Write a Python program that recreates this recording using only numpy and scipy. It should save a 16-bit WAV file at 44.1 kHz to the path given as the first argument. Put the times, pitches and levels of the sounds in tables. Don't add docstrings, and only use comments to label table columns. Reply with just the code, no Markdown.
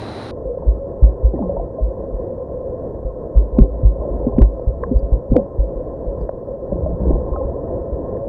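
import sys
import numpy as np
from scipy import signal
from scipy.fft import rfft, irfft
from scipy.io import wavfile
from scipy.ndimage import uniform_filter1d

SR = 44100
rng = np.random.default_rng(int(sys.argv[2]) if len(sys.argv) > 2 else 0)


def file_out(sig):
    cols = np.atleast_2d(sig).T
    lim = np.clip(cols, -1, 1)
    pcm = np.round(lim * 32767).astype(np.int16)
    wavfile.write(sys.argv[1], SR, pcm)


N = 365456
TIME = np.arange(N) / SR

# f/Hz, relative density/dB
AIR = [(15, -72), (25, -22), (64, -6), (103, 1.5), (146, -8.5), (243, -5.5), (373, -5), (427, -7),
       (501, -5), (749, -10), (3010, -31.5), (4040, -28.5), (8100, -51.5), (9270, -40.5), (15000, -77)]
# f/Hz, filter width/Hz, rms level/dB
PORT = [(3970, 410, -48), (9200, 800, -67)]
# f/Hz, relative density/dB
RIVER = [(15, -16), (30, -6), (62, -1.5), (95, -6.5), (220, -11.5), (330, -8.5), (450, -6.5), (560, -9),
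         (680, -14.5), (770, -24.5), (1070, -25), (1170, -44), (1880, -49), (2150, -78)]
# f/Hz, relative density/dB
HISS = [(1000, 0.5), (2200, -3), (3000, -8), (4600, -4), (8000, -9), (12300, -14), (13000, -30)]
# f/Hz, filter width/Hz, relative level/dB
HOUSING = [(510, 42, -34.5), (551, 29, -37), (665.1, 28, -46.5), (1044.6, 47, -56), (1286, 60, -70.5)]
# t/s, gain/dB
CURRENT = [(0.3, -0.5), (2.0, -0.55), (3.6, -0.7), (4.3, 0), (6.4, 0), (7.1, 2), (8.29, 2.66)]
# t/s, ring level/dB, f/Hz, ring t60/s, click level before it is rounded off/dB
TICKS = [(1.358, -56, 1865, 0.055, -60.5), (4.596, -67, 4750, 0.013, -44), (4.835, -19, 1057, 0.051, -31),
         (4.836, -24.5, 1625, 0.011, -41), (4.991, -54, 4700, .015, -69), (5.364, -37, 1020, 0.02, -32),
         (6.212, -57.5, 4700, 0.014, -37), (6.291, -26, 970, 0.018, -22), (7.36, -29, 1267, 0.048, -58),
         (8.167, -46, 1750, .02, -49.5)]
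# start t/s, hold/s, slosh level/dB, bubbling level/dB
STIRS = [(1.322, 0.24, -30.5, -33), (3.54, 0.034, -30.5, -29.5), (3.981, 0.39, -32, -35.5),
         (4.317, 0.036, -17.5, -29.5), (4.704, 0.29, -26.5, -49.5), (5.33, 0.017, -27, -25.5),
         (6.713, 0.37, -18.5, -36), (7.05, 0.05, -17, -28.5), (7.2, 0.29, -27, -34.5)]
# f/Hz, relative density/dB
SLOSH = [(15, -15.5), (35, -5.5), (62, 9.5), (90, -7), (145, -10), (178, -7.5), (205, -14),
         (320, -23), (600, -44), (1500, -87.5)]
# t/s, level before dulling/dB, starting f/Hz, t60/s
BUBBLES = [(0.453, -17.5, 505, 0.034), (0.489, -19, 479, 0.29), (0.572, -15, 520, 0.036),
           (0.622, -27.5, 890, 0.031), (1.39, -15.5, 606, 0.021), (1.423, -22.5, 833, 0.032),
           (1.424, -37.5, 1053, 0.39), (1.492, -11, 552, 0.2), (1.566, -15.5, 623, 0.021),
           (1.569, -27, 921, 0.089), (1.596, -17, 669, 0.063), (1.783, -18.5, 623, 0.13),
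           (3.362, -34.5, 1040, 0.05), (4.018, -20.5, 608, 0.078), (4.05, -16.5, 564, 0.066),
           (4.086, -16, 525, 0.084), (4.213, -19.5, 516, 0.16), (4.594, -15.5, 547, 0.027),
           (4.83, -12.5, 490, 0.042), (5.355, -12, 620, 0.011), (5.36, -2.5, 497, 0.097),
           (5.385, -12.5, 546, 0.15), (6.291, -10.5, 586, 0.018), (6.72, -13.5, 567, 0.071),
           (6.86, -12.5, 610, 0.072), (7.335, -26, 1051, 0.25), (7.359, -20.5, 767, 0.03),
           (7.359, -22.5, 562, 0.14), (7.41, -27, 821, 0.09), (7.555, -16.5, 425, 0.064)]
# t/s, level before dulling/dB, starting f/Hz, t60/s
GULPS = [(1.335, -16.5, 427, 0.24), (1.397, -15.5, 343, 0.43), (5.357, -5, 374, 0.14)]
# t/s, level of the main ring/dB, starting f/Hz, t60/s
KNOCKS = [(1.332, -19, 214, 0.05), (3.5816, -0.5, 240.3, 0.065), (3.603, -8.5, 172, 0.084),
          (3.822, -11, 103.5, 0.12), (4.264, -7, 256, 0.067), (4.379, -2, 245.3, 0.056),
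          (4.414, -11.5, 361, 0.054), (4.669, -22, 128, 0.085), (4.91, -9, 256.3, 0.075),
          (5.314, -6.5, 254, 0.04), (5.318, -8.5, 112.4, 0.056), (6.717, -14.5, 193, 0.078),
          (7.011, -17, 192, 0.23), (7.104, -6.5, 354, 0.012), (7.161, -18, 256, 0.03)]
# t/s, level before overload/dB, f/Hz, rise/s, t60/s
THUMPS = [(0.455, -20.5, 50.7, 0.012, 0.33), (0.66, -3, 53.8, 0.029, 0.21), (1.02, 3, 53.7, 0.018, 0.23),
          (1.227, -2, 54.7, 0.03, 0.2), (1.555, -14.5, 45, 0.046, 0.18), (1.804, -7.5, 52.5, 0.036, 0.22),
          (2.108, -15, 44.3, 0.048, 0.18), (3.045, -13.5, 47.7, 0.014, 0.24), (3.352, 0, 51.3, 0.027, 0.23),
          (3.518, -12.5, 55, 0.019, 0.39), (3.599, 4, 47.2, 0.017, 0.13), (3.684, -18, 56.8, 0.046, 0.4),
          (3.829, -0.4, 50.8, 0.037, 0.22), (3.981, -14, 57.5, 0.025, 0.23), (4.092, -14, 50.5, 0.029, 0.5),
          (4.407, 3, 51.06, 0.015, 0.25), (4.668, -4.5, 52, 0.013, 0.11), (4.939, -2.5, 51.5, 0.03, 0.09),
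          (5.022, -10.5, 53.7, 0.018, 0.14), (5.118, -1.5, 50.8, 0.015, 0.13),
          (5.297, -6, 45, 0.025, 0.093), (5.583, -5, 50.5, 0.016, 0.26), (5.744, -16.5, 44, 0.035, 0.15),
          (6.061, -14, 47, 0.024, 0.15), (6.192, -22, 48.3, 0.038, 0.25), (6.811, -17.5, 60.5, 0.017, 0.21),
          (7.121, -4, 47.2, 0.02, 0.12), (7.311, -9, 52, 0.017, 0.12), (7.444, -13.5, 51, 0.014, 0.15),
          (7.916, -14.5, 58.5, 0.019, 0.17)]

DIVE_S, DIVE_FADE_S = 0.3103, 0.0018
AIR_DB = -29
SWELL_DB, SWELL_PERIOD_S, SWELL_CREST_S = 0.5, 1.8, 2.35
STIR_ATTACK_S, SLOSH_FALL_DB_PER_S, BUBBLING_FALL_DB_PER_S = 0.029, 109.5, 172
BUBBLE_RISE_CYCLES, BUBBLE_GLIDE_OCTAVES = 1.6, 0.05
GULP_RISE_CYCLES, GULP_DROP_OCTAVES, GULP_SETTLE_S, GULP_OVERTONE_DB = 2.2, 0.94, 0.028, -14.5
AIR_POCKET_TOP_HZ = 1300
KNOCK_RISE_CYCLES = 2
JOLT_DB, JOLT_AT_RISE_S, JOLT_DB_PER_HALVING = -14.5, 0.02, 5
BUZZ_HZ, BUZZ_DB = 3900, -61
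TOP_HZ = 15900


def undb(db):
    return 10 ** (np.asarray(db) / 20)


def unit(x):
    return x / np.sqrt(np.mean(x ** 2) + 1e-18)


def add(track, s, sound):
    i = max(int(s * SR), 0)
    track[i:i + len(sound)] += sound[:max(N - i, 0)]


def colour(x, points):
    hz, db = np.transpose(points)
    f = np.maximum(np.fft.rfftfreq(N, 1 / SR), 1)
    gain = undb(np.interp(np.log(f), np.log(hz), db))
    return unit(irfft(rfft(x) * gain, N))


def resonate(x, hz, width_hz):
    b, a = signal.iirpeak(hz, hz / width_hz, fs=SR)
    return signal.lfilter(b, a, signal.lfilter(b, a, x))


def muffle(x, hz, order):
    return signal.sosfilt(signal.butter(order, hz, fs=SR, output="sos"), x)


def noise():
    return rng.standard_normal(N)


def walk(rate):
    k = int(SR / rate)
    steps = np.repeat(rng.standard_normal(N // k + 1), k)
    return 1.27 * uniform_filter1d(uniform_filter1d(steps, k), k)[:N]


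def ring(hz, rise, t60, glide=0, settle_s=None):
    rise = max(rise, 1 / SR)
    t = np.arange(int((rise + 2 * t60) * SR)) / SR
    swell = np.sin(np.pi / 2 * np.minimum(t / rise, 1)) ** 2
    fade = np.exp(-np.log(1000) * np.maximum(t - rise, 0) / t60)
    pitch = hz * 2 ** (glide * np.tanh(t / (settle_s or t60 / 2)))
    return swell * fade * np.sin(2 * np.pi * np.cumsum(pitch) / SR)


def weir_in_air():
    port = sum(undb(db) * unit(resonate(noise(), hz, width)) for hz, width, db in PORT)
    return undb(AIR_DB) * colour(noise(), AIR) + port


def river(rumble_db=-28.5, waver_db=2.0, hiss_db=-80.5, hum_db=1.0, hum_waver_db=2):
    flow_db = np.interp(TIME, *np.transpose(CURRENT))
    swell_db = SWELL_DB * np.cos(2 * np.pi * (TIME - SWELL_CREST_S) / SWELL_PERIOD_S)
    rumble = colour(noise(), RIVER) * undb(rumble_db + waver_db * walk(15))
    hum = np.zeros(N)
    for hz, width, db in HOUSING:
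        waver = undb(db + hum_waver_db * walk(16))
        hum += waver * unit(resonate(noise(), hz, width))
    hum *= undb(hum_db + swell_db)
    hiss = undb(hiss_db) * colour(noise(), HISS)
    return (rumble + hum) * undb(flow_db) + hiss


def ticks():
    rings, clicks = np.zeros(N), np.zeros(N)
    for s, ring_db, hz, t60, click_db in TICKS:
        add(rings, s, undb(ring_db) * ring(hz, 0.002, t60))
        add(clicks, s, undb(click_db) * ring(920, 0.00023, 0.0033))
    return rings + muffle(clicks, 1900, order=10)


def stroke(start, hold, fall_db_per_s):
    t = TIME - start
    build = np.clip(t / STIR_ATTACK_S, 0, 1)
    return build * undb(-fall_db_per_s * np.maximum(t - STIR_ATTACK_S - hold, 0))


def churn(count=1100, scatter_db=8, housing_db=8):
    slosh_power, bubbling_power = np.zeros(N), np.zeros(N)
    for s, hold, slosh_db, bubbling_db in STIRS:
        slosh_power += (undb(slosh_db) * stroke(s, hold, SLOSH_FALL_DB_PER_S)) ** 2
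        bubbling_power += (undb(bubbling_db) * stroke(s, hold, BUBBLING_FALL_DB_PER_S)) ** 2
    slosh = colour(noise(), SLOSH) * np.sqrt(slosh_power)
    swarm = np.zeros(N)
    for when, size, strength, damping in rng.random((count, 4)):
        hz = 280 * 3.8 ** size
        t60 = (8 + 20 * damping) / hz
        level = undb(scatter_db * strength - 10 * size)
        add(swarm, when * N / SR, level * ring(hz, 0.0027, t60, glide=0.06))
    swarm = muffle(swarm, 1080, order=12)
    swarm = swarm + undb(housing_db) * resonate(swarm, 1055, 70)
    return slosh + unit(swarm) * np.sqrt(bubbling_power)


def bubbles():
    out = np.zeros(N)
    for s, db, hz, t60 in BUBBLES:
        add(out, s, undb(db) * ring(hz, BUBBLE_RISE_CYCLES / hz, t60, BUBBLE_GLIDE_OCTAVES))
    return muffle(out, AIR_POCKET_TOP_HZ, order=4)


def gulps():
    out = np.zeros(N)
    for s, db, hz, t60 in GULPS:
        rise = GULP_RISE_CYCLES / hz
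        for multiple, partial_db in [(1, 0.0019), (2, GULP_OVERTONE_DB)]:
            partial = ring(multiple * hz, rise, t60, -GULP_DROP_OCTAVES, GULP_SETTLE_S)
            add(out, s, undb(db + partial_db) * partial)
    return muffle(out, AIR_POCKET_TOP_HZ, order=4)


def knocks(body_db=-12, wall_db=-16, overtone_db=-14):
    out = np.zeros(N)
    for s, db, hz, t60 in KNOCKS:
        slap, rise = undb(db), KNOCK_RISE_CYCLES / hz
        add(out, s, slap * ring(hz, rise, t60, glide=-0.15))
        add(out, s, slap * undb(overtone_db) * ring(1.6 * hz, rise, 3.9 * t60))
        add(out, s, slap * undb(body_db) * ring(125, 2 * rise, 0.07))
        add(out, s, slap * undb(wall_db) * ring(570, rise / 2, 0.028))
    return out


def thumps(jolt_hz=102, jolt_rise=0.0045, jolt_t60=0.14):
    out = np.zeros(N)
    for s, db, hz, rise, t60 in THUMPS:
        jolt_db = db + JOLT_DB + JOLT_DB_PER_HALVING * np.log2(JOLT_AT_RISE_S / rise)
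        add(out, s, undb(db) * ring(hz, rise, t60))
        add(out, s + 0.003, undb(jolt_db) * ring(jolt_hz, jolt_rise, jolt_t60))
    return out


def scene():
    under = np.clip((TIME - DIVE_S) / DIVE_FADE_S, 0, 1)
    water = river() + ticks() + churn() + bubbles() + gulps() + knocks() + thumps()
    return ((1 - under) * weir_in_air() + under * water)[None]


def record(dry):
    clipped = np.clip(dry, -1, 1)
    images = sum(undb(BUZZ_DB) / k * np.cos(2 * np.pi * k * BUZZ_HZ * TIME) for k in range(1, 5))
    top_cut = signal.ellip(8, 0.2, 70, TOP_HZ, fs=SR, output="sos")
    return signal.sosfilt(top_cut, clipped * (1 + images))


dry = scene()
out = record(dry)
file_out(out)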